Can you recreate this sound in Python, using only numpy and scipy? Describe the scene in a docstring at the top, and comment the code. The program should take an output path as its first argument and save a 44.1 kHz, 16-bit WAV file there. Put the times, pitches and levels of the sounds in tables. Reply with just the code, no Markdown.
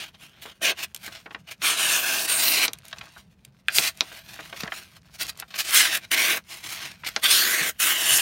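"""A blade slices strips off a sheet of calendar paper held just above a cloth mat, in a quiet small room.
Parting fibres are random impulses over friction noise, filtered by the sheet, its bending and its air gap.
Between the cuts the blade rubs along the paper with sparser fibre noise; nicks tick thinly.
The sheet snaps and buckles as short scattered pulses, and creases crinkle as small damped resonances.
Low bumps and rumble of the hands on the stack, a short room tail and a steady room tone lie beneath."""
import sys
import numpy as np
from scipy import signal
from scipy.fft import rfft, irfft
from scipy.io import wavfile
from scipy.ndimage import uniform_filter1d

SR = 44100
rng = np.random.default_rng(int(sys.argv[2]) if len(sys.argv) > 2 else 0)


def generate_wav(signal):
    """Clip the signal to [-1, 1] and save it as 16-bit WAV at the path in sys.argv[1]."""
    frames = np.transpose(np.atleast_2d(signal))
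    scaled = np.clip(frames, -1, 1) * 32767
    pcm = np.round(scaled).astype(np.int16)
    wavfile.write(sys.argv[1], SR, pcm)


N = 362061
TIME = np.arange(N) / SR
FLUTTER_HZ, FIZZ_HZ, TOP_HZ = 900, 5500, 11000   # top of the flutter, foot of the fizz, foot of the top octave

# the long slices, each coloured by the air gap under the lifted sheet:
# [start t/s, end t/s, entry time/s, air-gap f/Hz, air-gap level/dB, flutter level/dB, top-octave level/dB]
SLICES = [(0.618, 0.72, 0.013, 1250, -9, -37, 12), (1.627, 2.259, 0.022, 1957, -19, -42.5, 0),
          (2.282, 2.657, .02, 1780, -10, -40.5, 3), (5.744, 5.977, 0.07, 1110, -7.5, -44.5, 9.5),
          (6.115, 6.378, 0.009, 1290, -10, -40.5, 6), (7.235, 7.697, 0.018, 1100, 2.5, -41.5, 3),
          (7.802, 8.201, 0.016, 2370, -5, -43, -21)]
# rustle of the held sheet as it stirs in the hand: [t/s, level/dB]
HANDLING = [(0, -66), (0.38, -69), (0.57, -73), (1.1, -58.5), (1.3, -65.5), (1.45, -74), (2.82, -60.5),
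            (3.0, -53), (3.3, -76.5), (3.65, -72.5), (4.15, -60), (4.7, -50.5), (5.06, -64.5), (5.35, -56),
            (5.48, -68), (6.43, -68), (6.93, -61.5), (7.02, -66)]


def from_db(db):
    """Amplitude ratio of a level: 20 dB to a factor of ten."""
    return 10 ** (np.asarray(db) / 20)


def rms_one(x):
    """Normalisation to unit root-mean-square amplitude."""
    return x / np.sqrt(np.mean(x ** 2) + 1e-20)


def in_time(rows):
    """Linear interpolation of each column of a curve at every sample."""
    times, *columns = np.transpose(rows)
    return [np.interp(TIME, times, column) for column in columns]


def band(x, hz, kind, order=3):
    """Butterworth filtering: a maximally flat passband."""
    sections = signal.butter(order, np.clip(hz, 10, .45 * SR), kind, fs=SR, output="sos")
    return signal.sosfilt(sections, x)


def shaped(x, spectrum):
    """Spectral weighting: a smooth curve over log frequency multiplies the Fourier transform."""
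    hz, db = np.transpose(spectrum)
    bins = np.maximum(np.arange(N // 2 + 1) * SR / N, 1)
    gain = from_db(np.interp(np.log(bins), np.log(hz), db))
    return irfft(rfft(x) * gain, N)


def drift(rate):
    """Slow random modulation of unit spread: Gaussian knots, `rate` a second, joined by straight lines."""
    knots = rng.standard_normal(8192)
    return np.interp(TIME * rate, np.arange(len(knots)), knots) * np.sqrt(3 / 2)


def resonance(x, hz, width_hz):
    """Damped two-pole resonance: the pole radius sets the bandwidth, and the peak gain is 1."""
    r = np.exp(-np.pi * width_hz / SR)
    zeros = np.array([1, 0, -1]) * (1 - r * r) / 2
    poles = [1, -2 * r * np.cos(2 * np.pi * hz / SR), r * r]
    return signal.lfilter(zeros, poles, x)


def sheet_colour(x):
    """Modal colouration: fixed peaks and notches act one after another."""
    # resonances and notches of sheet and table top: [f/Hz, width/Hz, level/dB]
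    sheet_modes = [(358, 41, 3.5), (650, 60, 7), (900, 230, -4), (1570, 98, 5), (4950, 480, -2),
                   (7710, 600, -5.5), (9400, 1600, 0.5), (10400, 560, -6.5)]
    for hz, width_hz, db in sheet_modes:
        x = x + (from_db(db) - 1) * resonance(x, hz, width_hz)
    return x


def room_tone(level_db=-60.5, rumble_hz=160, rumble_width_hz=90, waver_db=4.0, waver_rate=14):
    """Stationary filtered noise: a soft steady hiss over a low rumble that wavers."""
    # spectrum of the room tone: [f/Hz, relative density level/dB]
    air_spectrum = [(25, -3), (44, -14.5), (66, -5), (134, -6), (200, -2.5), (285, -22), (439, -18),
                    (3080, -36.5), (10400, -54.5), (16000, -50.5)]
    air = shaped(rng.standard_normal(N), air_spectrum)
    waver = from_db(waver_db * drift(waver_rate))
    air = air + (waver - 1) * resonance(air, rumble_hz, rumble_width_hz)
    return from_db(level_db) * rms_one(air)


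def hands(low_hz=46, high_hz=190, level_db=-56.5, follows=0.33):
    """Amplitude-modulated low noise: uneven shoves on the stack rumble more as the rustle grows."""
    rustle_db, = in_time(HANDLING)
    shoves_db = 4 * np.tanh(drift(12))
    noise = band(rng.standard_normal(N), [low_hz, high_hz], "band")
    rumble = rms_one(noise * from_db(shoves_db))
    # level_db holds at the strongest rustle; the rumble follows a share of the rustle's swing
    return rumble * from_db(level_db + follows * (rustle_db - rustle_db.max()))


def crinkles(per_s=110, spread_db=4, above_rustle_db=-1, width_share=0.45, count=6):
    """Random impulse excitation: tiny creases give way at random, each with a short damped ring."""
    pitches = np.geomspace(900, 5000, count)
    sizes = from_db(spread_db * np.minimum(rng.exponential(1, N), 3))
    creases = sizes * (rng.random(N) < per_s / SR)
    dealt = rng.integers(0, count, N)   # the pitch that each crease excites
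    rings = 0
    for k, hz in enumerate(pitches):
        excitation = creases * (dealt == k) + 1e-18
        rings = rings + resonance(excitation, hz, width_share * hz) / np.sqrt(hz)
    rustle_db, = in_time(HANDLING)
    dulled = band(sheet_colour(rings), FIZZ_HZ, "low", order=1)
    return rms_one(dulled) * from_db(rustle_db + above_rustle_db)


def bumps():
    """Damped free vibration: the stack of paper on its mat answers with one low decaying note."""
    # soft bumps of the hand on the stack: [t/s, peak level before the high-pass/dB, f/Hz, 60 dB decay/s]
    bump_rows = [(3.475, -40.5, 133, 0.14), (3.785, -28, 144, 0.04), (4.635, -19, 177, 0.029),
                 (6.65, -47, 105, 0.11), (7.613, -30, 166, 0.086), (8.113, -35.5, 135, 0.23)]
    out = np.zeros(N)
    for start, db, hz, t60 in bump_rows:
        t = np.clip(TIME - start, 0, 1)
        out += np.sin(2 * np.pi * hz * t) * from_db(db - 60 * t / t60)
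    return band(out, 150, "high", order=2)


def burst(t, t60, scatter, give_s):
    """Impulse and scattering: a sharp release, then the crease runs on and reflections die in the sheet."""
    decay = from_db(-60 * t / t60)
    onset = (1 - np.exp(-t / give_s)) ** 2
    return (t == 0) + scatter * rng.standard_normal(len(t)) * decay * onset


def snaps(ring_db=-1.23, crack_db=-11, thud_db=-2.0, softening=0.88, width_share=0.44,
          echo_s=0.00135, echo_share=0.076):
    """Buckling instability: stored bending energy rings in one band; harder snaps crack quicker and cleaner."""
    # snaps and buckles of the sheet, and at 1.618 s and 6.116 s the sharp bite as the blade enters a slice: #
    # [t/s, level/dB, lowest ring f/Hz, highest ring f/Hz, thud level before the common thud_db/dB]
    snap_rows = [(0.4567, -41, 740, 3000, 3.5), (1.078, -36.5, 1000, 4000, -4.5),
                 (1.261, -38.5, 780, 2780, -2), (1.3088, -40.5, 900, 3250, -2.5),
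                 (1.347, -31, 1090, 3180, -7.5), (1.618, -32, 1280, 4970, -11),
                 (2.6805, -24, 1300, 5630, -9.5), (2.9286, -31.5, 830, 4030, -23),
                 (2.984, -40, 2000, 5900, -12), (3.0112, -35.5, 900, 3500, -19),
                 (3.167, -43.5, 740, 1490, -14.5), (3.684, -16, 1540, 3060, -30.5),
                 (3.7844, -12.5, 2450, 4430, -13), (4.008, -15.5, 2270, 5740, -14.5),
                 (4.117, -42, 900, 3800, -5), (4.392, -35, 596, 2200, -5.5),
                 (4.528, -33.5, 620, 3150, -3.5), (4.634, -31.5, 1210, 5370, -4),
                 (4.658, -39, 700, 1990, -6), (4.677, -31.5, 760, 2850, -10),
                 (4.721, -26.5, 900, 2780, -19), (5.424, -34.5, 880, 2580, -15),
                 (5.541, -33, 900, 3760, -21), (6.116, -24.5, 1180, 4960, -12),
                 (7.036, -35.5, 950, 2420, -17), (7.163, -19, 745, 6000, -13)]
    # thin ticks as the edge nicks the paper, all in one band: [t/s, level/dB]
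    tick_rows = [(0.9463, -33), (0.9623, -37.5), (0.974, -50), (2.733, -31), (2.786, -48), (2.852, -47),
                 (2.882, -44.5), (2.9904, -51.5), (3.4492, -45), (3.973, -46), (5.231, -33.5), (5.267, -39),
                 (5.374, -46.5), (5.3995, -32), (5.708, -28)]
    tick_low_hz, tick_high_hz, tick_thud_db = 2120, 13100, -19
    ticks = [(at_s, db, tick_low_hz, tick_high_hz, tick_thud_db) for at_s, db in tick_rows]
    out, t = np.zeros(N + SR), np.arange(SR // 10) / SR
    hardest_db = max(row[1] for row in snap_rows)
    for at_s, db, low_hz, high_hz, thud in list(snap_rows) + ticks:
        softness = from_db(softening * (hardest_db - db))
        # a soft buckle gives way gradually, the more slowly the lower it rings
        give_s = .0002 * softness * 1350 ** 2 / (low_hz * high_hz)
        decay_s = 0.016 * np.sqrt(1500 / low_hz)   # low modes last longer
        pulse = burst(t, t60=decay_s, scatter=.075 * softness, give_s=give_s)
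        ring = band(sheet_colour(pulse), low_hz, "high", order=4)
        ring = band(ring, high_hz, "low", order=4)
        # an all-pass: slow bending waves make the lows lag behind
        ring = ring - 2 * resonance(ring, low_hz, width_share * low_hz)
        # echo from the sheets below
        ring = ring + echo_share * np.interp(t - echo_s, t, ring, left=0)
        crack = band(pulse, [high_hz / 2, TOP_HZ], "band", order=2)
        low = burst(t, t60=0.12, scatter=0.092, give_s=give_s)
        low = band(low, [230, 1250], "band", order=2)
        snap = rms_one(ring) * from_db(ring_db)
        snap += rms_one(crack) * from_db(crack_db) / softness ** 2
        snap += rms_one(low) * from_db(thud + thud_db)
        at = round((at_s - give_s / 2) * SR)
        # nearly all the energy lies in the first tenth of the window
        out[at:at + len(t)] += snap * from_db(db) / np.sqrt(10)
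    return out[:N]


def fibres(per_s, spread_db, hiss, judder_db, judder_rate):
    """Stick-slip fracture: fibres break at random over smooth friction noise, both clumped by a judder."""
    sizes = from_db(spread_db * np.minimum(rng.exponential(1, N), 4)) * rng.choice([-1, 1], N)
    breaks = rms_one(sizes * (rng.random(N) < per_s / SR))
    friction = hiss * rng.standard_normal(N)
    return rms_one((breaks + friction) * from_db(judder_db * drift(judder_rate)))


def singing(x, width_share=0.16):
    """Transient resonance: strip and free sheet ring as their length passes through a resonance."""
    # swells of the strip and free sheet: [peak t/s, swell time/s, f/Hz, peak level/dB]
    ring_rows = [(.33, 0.3, 3040, 10.5), (0.72, 0.079, 2620, 5), (0.681, 0.076, 6200, 3.5),
                 (1.9, 0.53, 2650, 4.5), (1.8, 0.17, 8600, 13), (1.95, .04, 6560, 9.5),
                 (2.22, 0.14, 4850, 8), (2.35, 0.1, 8500, 8), (2.46, .06, 15200, 7.5),
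                 (2.533, 0.18, 4250, 13.5), (2.6, .16, 2490, 12.5), (5.28, 0.24, 4360, 7),
                 (5.78, 0.098, 10600, 9), (5.78, .05, 7840, 10), (6.25, 0.25, 2170, 5.5),
                 (7.32, 0.1, 3450, 16.5), (7.35, 0.16, 4430, 14.5), (7.32, 0.064, 9400, 8),
                 (7.51, 0.045, 11700, 9), (7.55, 0.14, 6800, 6.5), (7.6, 0.44, 2020, 6),
                 (8.0, 0.35, 2970, 10.5), (7.87, 0.14, 15200, 10.5), (7.88, 0.1, 10500, 5.5),
                 (8.17, 0.14, 9400, 5.5), (8.15, .06, 6900, 3)]
    out = x.copy()
    for peak_s, swell_s, hz, db in ring_rows:
        on = np.abs(TIME - peak_s) < 2 * swell_s
        swell = np.exp(-((TIME[on] - peak_s) / swell_s) ** 2)
        out[on] += (from_db(db * swell) - 1) * resonance(x[on], hz, width_share * hz)
    return out


def hollowed(x, width_hz=330):
    """Cavity colouration and directivity: the air gap alters one band, the strip's facing the top octave."""
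    out, top = x.copy(), x - band(x, TOP_HZ, "low", order=1)
    for start, end, _, hz, db, _, top_db in SLICES:
        on = (TIME > start) & (TIME < end)
        out[on] += (from_db(db) - 1) * resonance(x[on], hz, width_hz)
        out[on] += (from_db(top_db) - 1) * top[on]
    return out


def bending_modes(x, depth_db, width_share, bend_rate, count=22):
    """Modal directivity: as the sheet bends, each mode turns to the microphone or away and swells or fades."""
    out = x.copy()
    centres = np.linspace(np.sqrt(1500), np.sqrt(15000), count) ** 2
    for hz, spacing_hz in zip(centres, np.gradient(centres)):
        # high modes beam more narrowly
        swell_db = depth_db * np.sqrt(hz / centres[-1]) * drift(bend_rate)
        out += (from_db(swell_db) - 1) * resonance(x, hz, width_share * spacing_hz)
    return out


def off_the_table(x, lag_ms, sway, share):
    """Comb filtering: an echo from the sheets below, its delay swaying at random with the moving hand."""
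    lag = lag_ms * SR / 1000 * np.exp(sway * drift(2.5))
    samples = np.arange(N)
    return x + share * np.interp(samples - lag, samples, x)


def evened(x, size=3600):
    """Level normalisation: a moving rms over a twelfth of a second is held near 1."""
    return x / np.sqrt(uniform_filter1d(x ** 2, size=size) + 1e-12)


def rubbing(waver_db=4.5, drop_db=14, roundness=1.67):
    """Sliding friction: gains of flutter, bite and fizz for rounded swells over the rustle, summed as power."""
    # the flat of the blade rubs along the paper:
    # [peak t/s, swell time/s, fade time/s, peak level/dB, fizz level relative to it/dB]
    rub_rows = [(0.025, 0.13, 0.043, -35.5, -10), (.087, 0.011, 0.017, -48.5, -8),
                (.147, .007, .015, -48, -20), (0.222, 0.029, 0.076, -47.5, -5),
                (.39, 0.13, 0.053, -57.5, -27), (0.424, 0.01, 0.054, -44, -1.5),
                (0.52, 0.087, 0.011, -46, -11), (0.80, 0.033, 0.041, -34.5, -9),
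                (0.842, 0.03, 0.013, -30.5, -3.5), (1.075, 0.06, 0.015, -39, -2.5),
                (1.123, 0.0028, 0.026, -41, -8), (1.16, 0.019, 0.034, -42, -13),
                (1.491, 0.025, 0.014, -41, -11), (1.515, 0.0085, 0.024, -36.5, -6),
                (3.06, 0.08, 0.095, -56, -15), (3.19, 0.05, 0.036, -53.5, -3.5),
                (3.70, 0.007, 0.074, -38.5, -12), (3.773, 0.035, 0.043, -27, 8),
                (3.868, 0.083, 0.031, -24.5, -2), (4.06, 0.13, 0.095, -49, -5),
                (4.17, 0.093, 0.052, -44.5, -5.5), (4.29, 0.015, 0.064, -47.5, -4.5),
                (4.44, 0.16, 0.027, -47, -8), (4.59, 0.05, 0.071, -42, -5),
                (4.607, 0.0098, 0.008, -32.5, -6), (4.775, 0.056, 0.045, -40, -3),
                (5.155, 0.022, 0.018, -48, 1), (5.219, 0.023, 0.027, -28.5, -1.5),
                (5.292, 0.014, 0.016, -32, -1.5), (5.507, 0.0034, 0.045, -44.5, -14),
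                (5.565, 0.024, 0.0098, -37, -3), (5.596, 0.016, 0.028, -23.5, -1.5),
                (5.698, 0.072, 0.009, -31.5, -1.5), (6.041, 0.029, 0.02, -42, -11),
                (6.515, 0.036, 0.12, -41, -2), (6.657, 0.028, 0.035, -36.5, -4),
                (6.72, 0.065, 0.064, -36, -1), (6.834, 0.1, 0.093, -35.5, -9.5),
                (7.049, .005, 0.0076, -31, -14), (7.068, 0.016, 0.037, -31, -7),
                (7.088, 0.0044, 0.0054, -30.5, 1), (7.17, 0.087, 0.069, -48.5, -5)]
    rustle_db = in_time(HANDLING)[0] + waver_db * drift(35)
    rustle_bands_db = np.array([[-10], [0], [-4.5]])   # flutter, bite, fizz relative to the rustle
    power = from_db(rustle_db + rustle_bands_db) ** 2
    mean_db = np.mean([db for *_, db, _ in rub_rows])
    for peak_s, swell_s, fade_s, db, fizz_db in rub_rows:
        away = np.maximum((peak_s - TIME) / swell_s, (TIME - peak_s) / fade_s)
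        on = away < 4
        flutter_db = -52 + 0.7 * (db - mean_db)   # -52 dB in a rub of mean strength
        levels_db = np.array([[flutter_db], [db], [db + fizz_db]])
        # drop_db is lost over one swell or fade time
        power[:, on] += from_db(levels_db - drop_db * away[on] ** roundness) ** 2
    return np.sqrt(power)


def slicing(entry_rise_db=29, release_db_per_s=1003, flutter_grows_db_per_s=7.5, flutter_follows=0.22):
    """Driven cutting: gains of flutter, bite and fizz rise at entry, follow the pull and die at release."""
    # the pull of the blade, one curve for each slice: [t/s, bite level/dB, fizz level relative to the bite/dB]
    pull_curves = [
        [(0.618, -35, -3), (0.651, -20.5, -11), (0.693, -20, -12), (0.718, -30.5, -11)],
        [(1.62, -28.5, -5), (1.675, -20.5, -2), (1.759, -30.5, -6), (1.799, -24.5, -4.5), (1.96, -24, -0.5),
         (2.011, -29, -0.5), (2.141, -26, -2), (2.255, -34, 5.5)],
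        [(2.283, -26.5, -0.5), (2.301, -25, 2), (2.367, -31, 6.5), (2.429, -24.5, 3.5), (2.51, -25.5, 3.5),
         (2.61, -22.5, -5), (2.66, -23, -1.5)],
        [(5.738, -19, 2.5), (5.77, -16, -2), (5.818, -18.5, -4.5), (5.88, -25, -7), (5.904, -30, -7),
         (5.954, -22.5, -3.5), (5.968, -31, -1.5)],
        [(6.118, -24, 1.5), (6.146, -20, -5), (6.158, -28.5, -10), (6.178, -20.5, -6), (6.248, -23.5, -4),
         (6.298, -21.5, -3.5), (6.342, -25.5, -5), (6.375, -33.5, -1.5)],
        [(7.238, -22, -1.5), (7.258, -15.5, -9), (7.28, -26, -1.5), (7.31, -19.5, 0), (7.38, -21.5, 1),
         (7.46, -24.5, -2), (7.528, -25.5, 0), (7.62, -24.5, -6.5), (7.698, -30.5, 4)],
        [(7.805, -26, 5), (7.895, -22, -1.5), (7.967, -27.5, -3.5), (8.029, -28, 1), (8.121, -20.5, 0),
         (8.175, -27.5, 11.5), (8.19, -22.5, -1.5)],
    ]
    power = np.zeros((3, N))
    for (start, end, entry_s, _, _, flutter_db, *_), pull in zip(SLICES, pull_curves):
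        bite_db, fizz_db = in_time(pull)
        entry_db = entry_rise_db * np.maximum(start - TIME, 0) / entry_s
        edges_db = entry_db + release_db_per_s * np.maximum(TIME - end, 0)
        on = edges_db < 60
        swing_db = bite_db - np.mean([row[1] for row in pull])
        # the lengthening strip flutters more
        growth_db = flutter_grows_db_per_s * (TIME - (start + end) / 2)
        flutter_level_db = flutter_db + growth_db + flutter_follows * swing_db
        levels_db = np.array([flutter_level_db, bite_db, bite_db + fizz_db])
        power[:, on] += from_db(levels_db[:, on] - edges_db[on]) ** 2
    return np.sqrt(power)


def blade(lowest_hz=105, surge_db=0.65, surge_rate=55):
    """Source-filter principle: fibre noise passes through the sheet, then three bands take their own gains."""
    # spectrum of paper being cut: [f/Hz, relative density level/dB]
    cut_spectrum = [(59, -56), (100, -24.5), (330, -8.5), (634, -11.5), (950, -8.5), (1600, 1), (2990, 1),
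                    (4870, -6), (9020, -2.5), (15000, -5.5), (16000, -5.5)]
    # spectrum of paper being rubbed: [f/Hz, relative density level/dB]
    rub_spectrum = [(59, -34.5), (100, -15.5), (229, -23), (328, -13), (481, -22), (950, -8.5), (2420, 8),
                    (5770, 1), (8500, 1), (16000, -3.5)]
    cut = fibres(per_s=11000, spread_db=2.5, hiss=0.9, judder_db=0.82, judder_rate=210)
    cut = hollowed(singing(shaped(cut, cut_spectrum)))
    cut = bending_modes(cut, depth_db=3.4, width_share=.55, bend_rate=22.0, count=44)
    cut = bending_modes(cut, depth_db=2.2, width_share=.6, bend_rate=14.0, count=16)
    cut = cut * from_db(surge_db * drift(surge_rate))   # the edge advances in small surges
    rub = fibres(per_s=900, spread_db=2.0, hiss=1.03, judder_db=2.0, judder_rate=120)
    rub = singing(shaped(rub, rub_spectrum))
    rub = bending_modes(rub, depth_db=3.6, width_share=.6, bend_rate=12.0, count=40)
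    out = 0
    for source, gains in ((cut, slicing()), (rub, rubbing())):
        flutter_gain, bite_gain, fizz_gain = gains
        paper = off_the_table(sheet_colour(source), lag_ms=1.099, sway=0.279, share=0.3)
        paper = band(paper, lowest_hz, "high", order=2)   # a thin sheet radiates little bass
        flutter = evened(band(paper, FLUTTER_HZ, "low", order=5)) * flutter_gain
        bite = evened(band(paper, [FLUTTER_HZ, FIZZ_HZ], "band", order=4)) * bite_gain
        fizz = evened(band(paper, FIZZ_HZ, "high", order=5)) * fizz_gain
        out = out + flutter + bite + fizz
    return out


def room(x, wet_db, t60, wall_hz):
    """Diffuse reverberation: soft furnishings leave a faint, dull tail of decaying noise."""
    t = np.arange(SR // 2) / SR
    tail = rng.standard_normal(len(t)) * (t > .005) * from_db(-60 * t / t60)
    tail = band(tail, wall_hz, "low", order=1)
    tail = tail / np.sqrt(np.sum(tail ** 2))
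    return x + from_db(wet_db) * signal.fftconvolve(x, tail)[:N]


def scene():
    """Superposition: the paper and its room tail add to hands and room tone, alike in both channels."""
    paper = blade() + snaps() + crinkles() + bumps()
    paper = room(paper, wet_db=-17.0, t60=0.063, wall_hz=3500)
    return np.tile(paper + hands() + room_tone(), (2, 1))


def record(dry):
    """Band limiting: the small microphone loses deep bass, full scale clips the peaks, and the top is cut."""
    heard = np.clip(band(dry, 38, "high", order=6), -1, 1)
    top_cut = signal.ellip(10, .1, 70, 15800, fs=SR, output="sos")   # 0.1 dB ripple, 70 dB down, 15800 Hz
    return signal.sosfilt(top_cut, heard)


dry = scene()
out = record(dry)
generate_wav(out)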